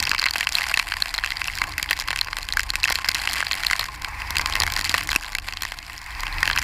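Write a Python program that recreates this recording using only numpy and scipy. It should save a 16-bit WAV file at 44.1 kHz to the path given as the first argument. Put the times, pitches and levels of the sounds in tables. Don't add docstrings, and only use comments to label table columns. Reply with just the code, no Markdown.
import sys
import numpy as np
from scipy import signal
from scipy.fft import rfft, irfft
from scipy.io import wavfile
from scipy.ndimage import uniform_filter1d

SR = 44100
rng = np.random.default_rng(int(sys.argv[2]) if len(sys.argv) > 2 else 0)


def transcribe(signal):
    frames = np.atleast_2d(signal).T
    limited = np.clip(frames, -1, 1)
    pcm = np.round(limited * 32767).astype(np.int16)
    wavfile.write(sys.argv[1], SR, pcm)


def level_to_linear(level):
    exponent = np.asarray(level, float) / 20
    return 10 ** exponent


N = 292383


def rms_one(x):
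    return x / np.sqrt(np.mean(x ** 2) + 1e-20)


def in_time(rows):
    start_s, *columns = np.transpose(rows)
    return [np.interp(np.arange(N) / SR, start_s, column) for column in columns]


def drift(rate_hz):
    pole = np.exp(-80 * np.pi * rate_hz / SR)
    noise = rng.standard_normal(N // 40 + 2002)
    slow = signal.lfilter([1], [1, -2 * pole, pole * pole], noise)[2000:]
    return np.interp(np.arange(N) / 40, np.arange(len(slow)), rms_one(slow))


def colour(x, spectrum):
    pitch_hz, level_db = np.transpose(spectrum)
    grid_hz = np.linspace(1, SR / 2, 2049)
    cepstrum = irfft(np.log(level_to_linear(np.interp(np.log(grid_hz), np.log(pitch_hz), level_db))))
    cepstrum[1:2048] *= 2
    cepstrum[2049:] = 0
    kernel = irfft(np.exp(rfft(cepstrum)))
    return signal.fftconvolve(x, kernel / np.sqrt(np.sum(kernel ** 2)))[:N]


def ring(force, pitch_hz, t60_s):
    r = level_to_linear(-60 / (t60_s * SR))
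    w = 2 * np.pi * pitch_hz / SR
    gain = np.sin(w) * np.sqrt(2 * (1 - r * r))
    return signal.lfilter([0, gain], [1, -2 * r * np.cos(w), r * r], force + 1e-18)


def splat(at, sizes, spread_s, clean):
    clicks = np.bincount(at, sizes, N)[:N]
    r = np.exp(-1 / (spread_s * SR))
    fade = signal.lfilter([0, np.sqrt(1 - r * r)], [1, -r], clicks + 1e-18)
    burst = fade * rng.standard_normal(N)
    return np.sqrt(clean) * clicks + np.sqrt(1 - clean) * burst


def strike(modes, at, sizes, shares_db, spread_s, clean):
    shares = level_to_linear(shares_db + np.array(modes)[:, 1])
    shares = shares / np.sqrt(np.sum(shares ** 2, axis=1, keepdims=True))
    rung = 0
    for k, (pitch_hz, _, t60_s) in enumerate(modes):
        force = splat(at, sizes * shares[:, k], spread_s, clean)
        rung = rung + (-1) ** k * ring(force, pitch_hz, t60_s)
    low_cut = signal.butter(3, 0.67 * modes[0][0], "high", fs=SR, output="sos")
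    return signal.sosfilt(low_cut, rung)


def small_drops(per_s, size_db):
    at = np.flatnonzero(rng.random(N) < per_s * level_to_linear(3.0 * drift(15)) / SR)
    return at, level_to_linear(size_db * np.minimum(rng.exponential(1, len(at)), 3.5))


# pitch_hz, level_db (relative), t60_s
GLASS_MODES = [(1478, -2, 0.0078), (1640, 0.5, 0.01), (1830, -2.5, 0.014), (2079, -1, 0.012),
               (2300, -8, 0.038), (2630, -0.5, 0.011), (3182, -4, 0.011), (4200, -2.5, 0.0078),
               (4526, -5.5, 0.006), (4780, -2.5, 0.0082), (4950, -5, 0.0069)]
# (relative, per Hz)
SNAP_COLOUR = [(100, -10), (300, -4.5), (520, -22), (900, -27.5), (3000, -1.5), (5500, 3.5), (6300, -3.5),
               (7000, 2.5), (8300, -7.5), (10000, -10.5), (14800, -14.5), (16000, -33)]


def patter(level_db):
    at, sizes = small_drops(400, size_db=9.0)
    mix_db = 8.0 * rng.standard_normal((len(at), len(GLASS_MODES)))
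    glass = strike(GLASS_MODES, at, sizes, mix_db, spread_s=0.0005, clean=0.69)
    snap = colour(splat(at, sizes * level_to_linear(-9.5), spread_s=0.0004, clean=0.73), SNAP_COLOUR)
    return level_to_linear(level_db) * rms_one(glass + snap)


# pitch_hz, level_db (relative), t60_s
ROOF_MODES = [(725, -14.5, 0.061), (846, -1, 0.064), (1056, 4.5, 0.054), (1160, -9.5, 0.072)]


def roof_drumming(level_db):
    at, sizes = small_drops(600, size_db=4.5)
    mix_db = 5.9 * rng.standard_normal((len(at), len(ROOF_MODES)))
    drum = strike(ROOF_MODES, at, sizes, mix_db, spread_s=0.0029, clean=0.13)
    return level_to_linear(level_db) * rms_one(drum)


# (relative, per Hz)
SPRAY_COLOUR = [(88, -43.5), (150, -4), (524, -37), (675, 4.5), (1060, 0), (1310, -1), (2020, 8),
                (2700, 2.5), (3620, -3.5), (4760, 1.5), (6260, -15), (7180, -7), (13700, -13), (15100, -28),
                (16000, -49)]


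def spray(level_db):
    at, sizes = small_drops(700, size_db=6.0)
    bursts = splat(at, sizes, spread_s=0.0013, clean=0.1)
    return level_to_linear(level_db) * colour(rms_one(bursts), SPRAY_COLOUR)


# start_s, level_db
WASH_LEVEL = [(0.0, -40), (0.64, -51), (1.3, -39.5), (2.3, -45), (3.3, -47), (3.86, -45), (4.1, -37.5),
              (4.3, -34), (4.6, -37), (5.0, -43), (5.3, -56), (5.78, -46), (5.96, -43.5), (6.15, -35.5),
              (6.39, -33), (6.63, -38)]
# (relative, per Hz)
WASH_SPECTRUM = [(300, -38), (560, -36), (720, -10.5), (1040, 0.5), (1280, -9.5), (1600, -4.5), (2060, 0.5),
                 (2350, -3), (2650, -5.5), (2850, -19), (3800, -20), (4900, -14), (6300, -26),
                 (15000, -30.5)]


def wash():
    level_db, = in_time(WASH_LEVEL)
    noise = colour(rng.standard_normal(N), WASH_SPECTRUM)
    return level_to_linear(level_db + 0.89 * drift(8.0)) * noise


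# start_s, level_db
GUST_LEVEL = [(0.0, -33.5), (0.16, -39), (0.2, -43), (0.7, -41.5), (1.5, -41), (1.57, -37.5), (2.33, -41.5),
              (2.51, -37), (3.03, -40.5), (3.3, -39.5), (3.53, -41.5), (3.78, -39.5), (4.26, -36.5),
              (4.36, -31.5), (4.54, -34), (4.63, -29.5), (4.86, -37.5), (5.11, -32.5), (5.24, -45),
              (5.39, -38), (5.83, -43.5), (5.95, -40.5), (6.08, -44.5), (6.15, -36), (6.39, -32),
              (6.63, -33.5)]
# (relative, per Hz)
CABIN_MODES = [(25.5, 9.6, -7.5), (33.72, 1.5, 7.5), (57.4, 4.65, 0.5), (83, 5.2, -4), (130, 8.8, -15),
               (190, 54, -59), (306, 11.6, -20)]
EVEN_S, EVEN_SHARE = 0.16, 0.4


def wind():
    rumble = 0
    for pitch_hz, width_hz, mode_db in CABIN_MODES:
        t60_s = 3 * np.log(10) / (np.pi * width_hz)
        mode = ring(rng.standard_normal(N), pitch_hz, t60_s)
        mode = rms_one(np.diff(mode, prepend=0))
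        rumble = rumble + level_to_linear(mode_db + 1.8 * drift(2.1)) * np.sqrt(width_hz) * mode
    swell = uniform_filter1d(rumble ** 2, int(EVEN_S * SR)) + 1e-12
    level_db, = in_time(GUST_LEVEL)
    return level_to_linear(level_db) * rms_one(rumble / swell ** (EVEN_SHARE / 2))


MIDDLING_PER_S, MIDDLING_OVER_PATTER_DB, MIDDLING_SPREAD_DB = 25, 11, 4.5
MIDDLING_SNAP_DB, SNAP_SPREAD_DB = -7, 4
THUD_DB, THUD_DB_PER_OCTAVE, THUD_SPREAD_DB = -13.5, -3, 2


def middling_drops(patter_db):
    when, size, mode, snap, thud = rng.random((int(MIDDLING_PER_S * N / SR), 5)).T
    ring_db = patter_db[(when * N).astype(int)] + MIDDLING_OVER_PATTER_DB
    ring_db = ring_db + MIDDLING_SPREAD_DB * np.log(size + 1e-9)
    pitch_hz = np.array(GLASS_MODES)[(mode * len(GLASS_MODES)).astype(int), 0]
    snap_db = MIDDLING_SNAP_DB + SNAP_SPREAD_DB * np.sqrt(3) * (2 * snap - 1)
    octaves_up = np.log2(pitch_hz / GLASS_MODES[3][0])
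    thud_db = THUD_DB + THUD_DB_PER_OCTAVE * octaves_up + THUD_SPREAD_DB * np.sqrt(3) * (2 * thud - 1)
    return np.transpose([when * N / SR, ring_db, pitch_hz, snap_db, thud_db])


# start_s, ring_db (over the first 6 ms),
# pitch_hz (strongest ring), snap_db (relative to the ring), thud_db (relative to the ring)
TIMED_DROPS = [(0.0676, -24, 2080, -15, -20), (0.0718, -19.5, 2630, -18, -13),
               (0.0769, -21.5, 1640, -18, -6.5), (0.1149, -11, 2710, -19, -23),
               (0.1332, -25, 2070, -27, -1), (0.1477, -17.5, 2270, -15, -7),
               (0.1812, -19.5, 4370, -20, -23), (0.1904, -25, 1650, -18.0, -13),
               (0.1956, -17.5, 4590, -12.5, -20), (0.2062, -45, 4980, -18, -19.0),
               (0.2174, -20.5, 4210, -11.0, -9), (0.2273, -18.5, 1480, -22.0, -9),
               (0.2402, -15, 4200, -18, -14), (0.2576, -15, 2070, -12, -14), (0.2632, -11, 2050, -32, -8.5),
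               (0.2717, -22, 2380, -25, -21), (0.2769, -31, 1850, -26, -11), (0.2855, -19, 4080, -21, -21),
               (0.3088, -18.5, 4600, -10, -15), (0.3365, -24.5, 4790, -6, -12.0),
               (0.3571, -18, 1524, -19.0, -5), (0.3634, -29, 3170, -16, -6),
               (0.3822, -28.5, 2080, 3, -14.0), (0.3903, -30, 2760, -11.0, -15.0),
               (0.4083, -15.5, 1890, -9.5, -12), (0.4246, -36, 2440, -15.0, -17.0),
               (0.4288, -21.5, 2150, -25.0, -8), (0.4414, -30, 2030, -4, -6),
               (0.4704, -13.5, 1930, -18, -10), (0.4908, -25, 2570, -1, -25), (0.4973, -35, 4830, -7, -24),
               (0.5234, -24, 4930, -3, -29), (0.5312, -34, 4820, 3, -16), (0.5468, -28, 4740, -9, -14.0),
               (0.5525, -12.5, 4170, -9.5, -32), (0.5847, -17.5, 2620, -10.0, -13),
               (0.598, -30, 1520, -13.0, -2), (0.6089, -19.5, 2630, -14, -11),
               (0.6182, -21, 2150, -26, -18), (0.6397, -19.5, 2210, -20, -14), (0.6664, -25, 1480, -10, -5),
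               (0.6865, -26, 2070, -13, -2), (0.6963, -23.5, 4680, -14, -13),
               (0.7152, -23.5, 1600, -18, -8), (0.7214, -28.5, 2100, -17, -15),
               (0.7408, -13, 2720, -13, -30), (0.7737, -12.5, 1925, -12, -9.5),
               (0.7918, -23, 4380, -6, -10), (0.7963, -11, 4200, -14, -9.5), (0.8704, -27, 1650, -28, -11),
               (0.8864, -26, 4790, -12, -9), (0.9202, -16.5, 1930, -30, -9.5),
               (0.9391, -20.5, 2170, -18, -13), (0.9681, -20.5, 1940, -13.5, -5.5),
               (1.0032, -31, 2050, -3, -18), (1.0221, -12, 4200, -36, -21),
               (1.0578, -23.5, 1950, -13.0, -5), (1.0782, -37, 2050, -16, -20),
               (1.0918, -32, 4200, -12, -26), (1.1095, -48, 2300, -9, -14), (1.1408, -21, 2020, -10, -9),
               (1.1432, -24, 4250, -19, -20), (1.1481, -25, 4220, -16, -16), (1.1801, -24, 4210, -11, -15),
               (1.1863, -21.5, 1830, -16, -7), (1.2279, -33.5, 1650, -18, 2),
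               (1.2374, -16.5, 1610, -31, -13), (1.2456, -18.5, 2630, -16, -10),
               (1.2611, -21, 1600, -14.5, -9), (1.2745, -26, 2760, -17, -15), (1.3049, -22, 4130, -16, -18),
               (1.3151, -28, 4670, -13, -15), (1.3195, -19.5, 2210, -17.0, -30),
               (1.3694, -23, 4760, -14, -14), (1.4165, -17.5, 1930, -17.0, -13),
               (1.4427, -28.5, 2540, -2.5, -19), (1.4572, -28, 1400, -20, -5), (1.4749, -30, 5030, -1, -12),
               (1.482, -21, 2640, -19, -12), (1.4993, -29, 2080, -18, -11), (1.5358, -29, 2130, -20, -15),
               (1.5708, -40, 4270, 2, -13), (1.5753, -26, 1920, -16, -17.0),
               (1.5858, -22.5, 4910, -10, -21), (1.6171, -11.5, 2030, -20, -6.5),
               (1.6353, -34.5, 1870, -7, 10), (1.6391, -18.5, 1750, -14, -13),
               (1.7807, -17.5, 4380, -9, -25), (1.7972, -20.5, 2060, -18, -13),
               (1.8282, -18, 5000, -2.5, -13), (1.8901, -26, 3060, -24, -29),
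               (1.9094, -9.5, 1890, -16.0, -15), (1.9159, -23.5, 1800, -11, 0),
               (1.9301, -14.5, 1900, -20, -12), (1.9753, -29, 2680, -14.0, -12),
               (1.9901, -27, 4460, -4, -2), (1.9989, -23, 4850, -5.5, -21), (2.0066, -28, 2260, -3, -7.0),
               (2.0123, -25, 2480, -10, -14.0), (2.0212, -24.5, 1380, -12, -9.0),
               (2.0757, -29, 2800, -21, -18), (2.085, -20, 4330, -13, -4), (2.1054, -17, 1520, -12, -7),
               (2.1128, -22.5, 1560, -15, -8), (2.1294, -20.5, 2140, -13, -8),
               (2.1604, -19.5, 4300, -9, -13), (2.174, -27, 2420, -8.0, -12), (2.189, -20, 2600, -12, -14),
               (2.2122, -11, 4200, -20, -20), (2.2155, -25, 1860, -29, 0), (2.2711, -29.0, 2210, -22, -1),
               (2.284, -22, 1470, -29, -6), (2.33, -21, 2030, -37, -7), (2.3684, -21.5, 2700, -10, -11),
               (2.3805, -38, 3250, -17, -10), (2.3855, -24, 2650, -7.5, -5), (2.4295, -28, 4200, -7, -22),
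               (2.4877, -23, 2710, -7.5, -16), (2.5244, -19, 4200, -30, -37), (2.5361, -26, 1820, -6, -9),
               (2.5707, -12.5, 1610, -13, -13), (2.5942, -13.5, 2016, -10, -23),
               (2.6051, -26, 4100, -7, -19.0), (2.6324, -26, 1970, -5.5, -9), (2.7033, -16, 4190, -13, -30),
               (2.7362, -26, 1900, -14.0, -1), (2.7419, -28, 2010, -24, -20),
               (2.7555, -18.5, 2630, -3.5, -21), (2.8265, -34, 1830, -23, -19),
               (2.8324, -17, 4200, -15, -21), (2.8403, -10.5, 2600, -14, -31),
               (2.8493, -26, 4550, -0.5, -11), (2.8546, -17.5, 1530, -21, -15),
               (2.8761, -22.5, 2760, -10, -29.0), (2.8821, -17.5, 2030, -26, -13),
               (2.8912, -18.5, 1510, -22, -9.5), (2.9008, -18, 4800, -5, -11), (2.906, -19, 1660, -26, -2),
               (2.9198, -21, 2090, -16.0, -12), (2.9236, -19.5, 1970, -1.5, -18),
               (2.944, -31, 1750, -8, -15), (2.95, -33, 4900, -1, -24.0), (2.9555, -15, 4330, -11, -25),
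               (2.9869, -21, 2030, -15, -4.5), (3.0452, -19.5, 2610, -19.0, -10),
               (3.0561, -31, 1710, -28.0, -2), (3.0601, -28, 1770, -15, -2),
               (3.0788, -27, 2050, -10.0, -18), (3.0873, -11, 4900, -14, -18),
               (3.0906, -15.5, 2185, -8.5, -21), (3.1154, -25, 4920, -6, -19),
               (3.1193, -29, 2060, -8, -18.0), (3.1465, -17.5, 4200, -7, -32), (3.1508, -20, 1900, -7, -10),
               (3.1583, -20.5, 1820, -20, -10), (3.1691, -27, 2020, -19, -18), (3.1832, -23, 4280, -9, -15),
               (3.1912, -29, 2450, -13, -4), (3.1991, -30, 4200, -20, -31), (3.2206, -29, 4200, -6, -22),
               (3.2506, -27, 2110, -21, -1), (3.2548, -26, 1550, -5, -14), (3.274, -15.0, 2700, -16, -11),
               (3.2897, -25.0, 3210, -20.0, -8), (3.3115, -29, 4500, -8, -7),
               (3.3177, -31, 4330, -14, -26.0), (3.3222, -28, 2080, -4, -2), (3.3325, -30, 4870, 6.5, -10),
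               (3.3381, -30, 4780, 3, -23), (3.3417, -42, 5080, -1, -9), (3.3473, -30, 2100, -11.0, -5),
               (3.3566, -26, 2080, -12, -11), (3.362, -32, 4930, -5.0, -1),
               (3.3683, -23.5, 1930, -18.0, -6.5), (3.3738, -24, 1760, -24, -14),
               (3.3817, -25, 2270, -10, -20), (3.3906, -29, 2200, -12.0, -2),
               (3.3988, -25, 2300, -17, -13.0), (3.4046, -17.5, 1830, -11, -9),
               (3.4134, -24, 2270, -11, -23), (3.4265, -20, 1640, -30, -8.5),
               (3.4489, -33, 2090, -1.0, -12), (3.4672, -18, 2060, -21, -9),
               (3.5126, -16, 4170, -26, -11.5), (3.5202, -25, 2050, -2.5, -23),
               (3.5316, -18.5, 4200, -17.0, -19), (3.5407, -23, 1990, -14, -13.0),
               (3.567, -32, 1930, -20, -19), (3.6344, -19.5, 2330, -12, -12),
               (3.6483, -20.5, 2590, -13, -9), (3.6672, -11.5, 4200, -21, -31),
               (3.6998, -20, 2050, -18.0, -19), (3.7113, -15.5, 1600, -7.5, -9),
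               (3.7316, -12, 2010, -20, -13.5), (3.7546, -30, 1880, -15.0, -1),
               (3.7763, -42, 4110, -12, -9), (3.7943, -21.5, 4200, -2.5, -25),
               (3.7959, -20, 4200, -24, -7.5), (3.8104, -25, 4200, -12, -8.0), (3.8177, -30, 1830, -15, 1),
               (3.8295, -26, 2050, -17, -14), (3.8413, -28.5, 1730, -8, -4),
               (3.8563, -31.5, 2400, -8, -22.0), (3.8863, -33, 2020, -14, 0), (3.9596, -44, 2120, 0, -12),
               (4.0206, -27, 1500, -8.5, -14), (4.0463, -21, 1710, -16, -16), (4.0849, -36, 2060, -3.5, 4),
               (4.1993, -30.5, 5000, -19, -23), (4.2037, -31, 1970, -14, -5),
               (4.2187, -22, 2040, -26, -11.0), (4.2486, -38, 1650, -26, -16), (4.3063, -30, 4830, 1, 0),
               (4.3504, -29, 2150, -19.0, -28.0), (4.3556, -24, 1930, -9, -18),
               (4.3682, -13.5, 2450, -9.5, -26), (4.3835, -25.5, 4760, 1, -26),
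               (4.3953, -19, 2040, -17, -2), (4.4105, -20, 1630, -17, -11), (4.4141, -27, 4700, 0, -10),
               (4.4193, -26, 1950, -19, -2), (4.4593, -14, 4660, -14, -8), (4.4716, -29.5, 4400, -1, -15.0),
               (4.4859, -30, 1530, -19, -16), (4.4985, -31.0, 2100, 1, 3.5), (4.5244, -22, 4970, -14, -13),
               (4.5369, -24, 4120, -15, -28.0), (4.5541, -15.5, 2120, -13.5, -13),
               (4.5644, -24, 2060, -10, -5), (4.5731, -33, 3100, -15, 1), (4.6012, -15, 4870, -1, -28),
               (4.6096, -21.5, 1920, -32, -1), (4.6204, -15, 4240, -22, -9),
               (4.6347, -15.5, 1830, -7, -4.5), (4.6658, -20.5, 2160, -9, -22),
               (4.6765, -21, 1690, -15.0, -8), (4.7016, -25, 2350, -12, -14), (4.7216, -26, 2650, -2, -2),
               (4.7377, -27, 4330, 1, -22), (4.7642, -16.5, 4530, -9.5, -14), (4.7753, -24, 4480, -9, -5),
               (4.7868, -24.0, 4610, -12, -13.0), (4.7924, -22, 1800, -4, -6), (4.8116, -23, 1900, -4, -21),
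               (4.844, -18.5, 4400, -10, -22), (4.8505, -21.5, 4610, -8, -23),
               (4.8577, -27.0, 2110, -21, -27.0), (4.8677, -32, 2430, -14, -14),
               (4.8765, -30.0, 2120, -9, -14), (4.8946, -17, 4670, -1.5, -22),
               (4.9048, -34, 2030, -9, -21.0), (4.9117, -27, 4530, -8, -4), (4.9166, -27, 4750, -7, -27.0),
               (4.9415, -10.5, 2230, -14.5, -8.5), (4.9475, -21, 4400, -11, 2),
               (4.9575, -23, 2070, -24.0, -17), (4.98, -20, 3480, -9, -2.0),
               (5.0049, -32, 2030, -16, -12.0), (5.0107, -23.5, 2010, -23, -6),
               (5.029, -26, 1930, -18, -18.0), (5.0732, -37, 4330, 5, -1), (5.0907, -18, 2070, -11, -6),
               (5.1112, -26, 4710, -6, -3), (5.1163, -20, 3220, -8, -10), (5.13, -20, 1595, -10, -6),
               (5.151, -22, 4770, -9.0, -2.5), (5.1606, -6.5, 2630, -4, -24), (5.1978, -41, 4800, -6, -20),
               (5.2105, -37, 1640, -4, -10), (5.2272, -32, 4660, -12, -12), (5.235, -29, 1710, -8, -14),
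               (5.2456, -28, 1960, -13, -9), (5.2636, -35, 4200, -9, -22), (5.321, -36, 2010, -4, -16),
               (5.3308, -30, 2030, -13, -10), (5.3507, -17, 2205, -10, -26), (5.3846, -22, 2000, -8.5, -12),
               (5.4667, -45, 4750, -5, -21), (5.4813, -30, 1400, -18, -9), (5.4855, -23.5, 1950, -11, -7),
               (5.5244, -26.5, 2110, -12, -10), (5.5359, -24.5, 4850, -14, -20),
               (5.5711, -26, 4200, -8, -11), (5.6093, -33, 1900, -12, -12), (5.6214, -23.5, 4230, -1, -9),
               (5.6337, -22.5, 1930, -11, -5), (5.6513, -24, 1820, -8.5, -6),
               (5.72, -23.5, 2110, -12, -6.5), (5.7878, -30.5, 4370, -6.5, -20),
               (5.8691, -46, 4200, -17, -20), (5.898, -31.5, 2030, -14, -6), (5.913, -46, 4700, -7, -18),
               (6.0625, -33, 2050, -8, -22), (6.1175, -38.5, 4200, -15, -16), (6.1967, -28, 2400, -18, -9),
               (6.206, -34, 4800, 1, -18), (6.2336, -23, 1680, -11, -4), (6.2673, -21.5, 1680, -21, -13.0),
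               (6.2798, -29.5, 2570, -12, -11), (6.3265, -35, 4200, -12, -14),
               (6.3833, -26.5, 1590, -21, -12), (6.4296, -8, 1875, -22, -10),
               (6.4549, -21, 1740, -10.0, -13.0), (6.466, -35, 4700, -2, -14),
               (6.4761, -13.5, 1830, -13, -11), (6.4998, -12, 1670, -35, -22), (6.512, -20, 4380, -14, -7),
               (6.5311, -22, 4200, -22, -17), (6.5524, -28, 1690, -19, -6.0), (6.563, -19, 1640, -15, -10),
               (6.5756, -14, 2750, -24.0, -21), (6.5865, -19.5, 1930, -5, -1)]
# pitch_hz, level_db (relative), t60_s
THUD_MODES = [(693, -14, 0.0071), (894, -3, 0.0051), (1112, 0, 0.01)]
RING_S = 0.006
CLEAR_DB, CLEAR_PER_THUD = 10.5, 0.6
FIZZ_DB, FIZZ_HZ = -4.5, 8840


def single_drops(patter_db):
    rows = np.vstack([TIMED_DROPS, middling_drops(patter_db)])
    start_s, ring_db, pitch_hz, snap_db, thud_db = np.transpose(rows)
    at = (start_s * SR).astype(int)
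    sizes = level_to_linear(ring_db) * np.sqrt(RING_S * SR)
    glass_luck = rng.standard_normal((len(at), len(GLASS_MODES)))
    thud_luck = rng.standard_normal((len(at), len(THUD_MODES)))
    fizz_luck = rng.standard_normal(len(at))
    clear_luck = rng.standard_normal((len(at), 1))

    octaves_off = np.log2(pitch_hz[:, None] / np.array(GLASS_MODES)[:, 0])
    clearly_db = CLEAR_DB - CLEAR_PER_THUD * (thud_db[:, None] - THUD_DB) + 2.0 * clear_luck
    clearly_db = np.clip(clearly_db, 3, 24)
    favoured_db = clearly_db * np.exp(-(octaves_off / 0.053) ** 2) - 2.23 * np.abs(octaves_off)
    glass = strike(GLASS_MODES, at, sizes, favoured_db + 3.13 * glass_luck, spread_s=0.00061, clean=0.83)

    thud = strike(THUD_MODES, at, sizes * level_to_linear(thud_db), 3.2 * thud_luck, spread_s=0.00034, clean=0.92)
    snap = colour(splat(at, sizes * level_to_linear(snap_db), spread_s=0.00081, clean=0.44), SNAP_COLOUR)
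    fizz_sizes = sizes * level_to_linear(snap_db + FIZZ_DB + 3.1 * fizz_luck)
    fizz = splat(at, fizz_sizes, spread_s=0.0004, clean=0.31)
    fizz_band = signal.butter(2, [FIZZ_HZ, 15000], "band", fs=SR, output="sos")
    return glass + thud - snap + signal.sosfilt(fizz_band, fizz)


# start_s, level_db (peak)
ROOF_KNOCKS = [(0.125, -26), (1.6751, -26), (3.234, -30), (3.8845, -30), (4.0748, -21.5), (4.2288, -37),
               (4.3, -40), (4.4394, -45), (4.765, -24), (6.2494, -32), (6.3093, -31), (6.3842, -28)]
KNOCK_S = 0.0023


def roof_knocks():
    start_s, level_db = np.transpose(ROOF_KNOCKS)
    at = (start_s * SR).astype(int)
    sizes = level_to_linear(level_db) * np.sqrt(KNOCK_S * SR)
    even_db = np.zeros((len(at), len(ROOF_MODES)))
    return strike(ROOF_MODES, at, sizes, even_db, spread_s=0.0061, clean=0.2)


# start_s, patter_db, drumming_db (roof), spray_db
STORM_LEVELS = [(0.0, -30, -46, -61), (0.33, -41, -48, -37.5), (0.64, -35.5, -42, -34.5),
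                (0.94, -48.5, -48, -37.5), (2.12, -39, -45.5, -45), (2.38, -45.5, -46, -43.5),
                (3.12, -38.5, -43.5, -43), (3.33, -33, -48, -30.5), (3.45, -43.5, -43, -39.5),
                (3.8, -35, -45, -34), (3.88, -46, -55, -39.5), (4.0, -56, -48, -45), (4.3, -49, -43, -45),
                (4.54, -46, -34, -38.5), (4.97, -36.5, -48.5, -33), (5.32, -47, -43, -41.5),
                (5.96, -46, -62.5, -46.5), (6.38, -49, -39, -46), (6.63, -32, -44, -36)]


def scene():
    patter_db, drumming_db, spray_db = in_time(STORM_LEVELS)
    fine_rain = patter(patter_db) + roof_drumming(drumming_db) + spray(spray_db) + wash()
    rumble = wind()
    separate_drops = single_drops(patter_db) + roof_knocks()
    return (fine_rain + rumble + separate_drops)[None]


def top_cut(x):
    return signal.sosfilt(signal.butter(12, 16500, fs=SR, output="sos"), x)


OVERLOAD_DB, KNEE = -6, 5
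CUTOFF_HZ = 16740


def record(dry):
    held = dry / (1 + np.abs(dry / level_to_linear(OVERLOAD_DB)) ** KNEE) ** (1 / KNEE)
    mix = signal.sosfilt(signal.cheby2(10, 60, CUTOFF_HZ, fs=SR, output="sos"), held)
    return top_cut(mix)


dry = scene()
out = record(dry)
transcribe(out)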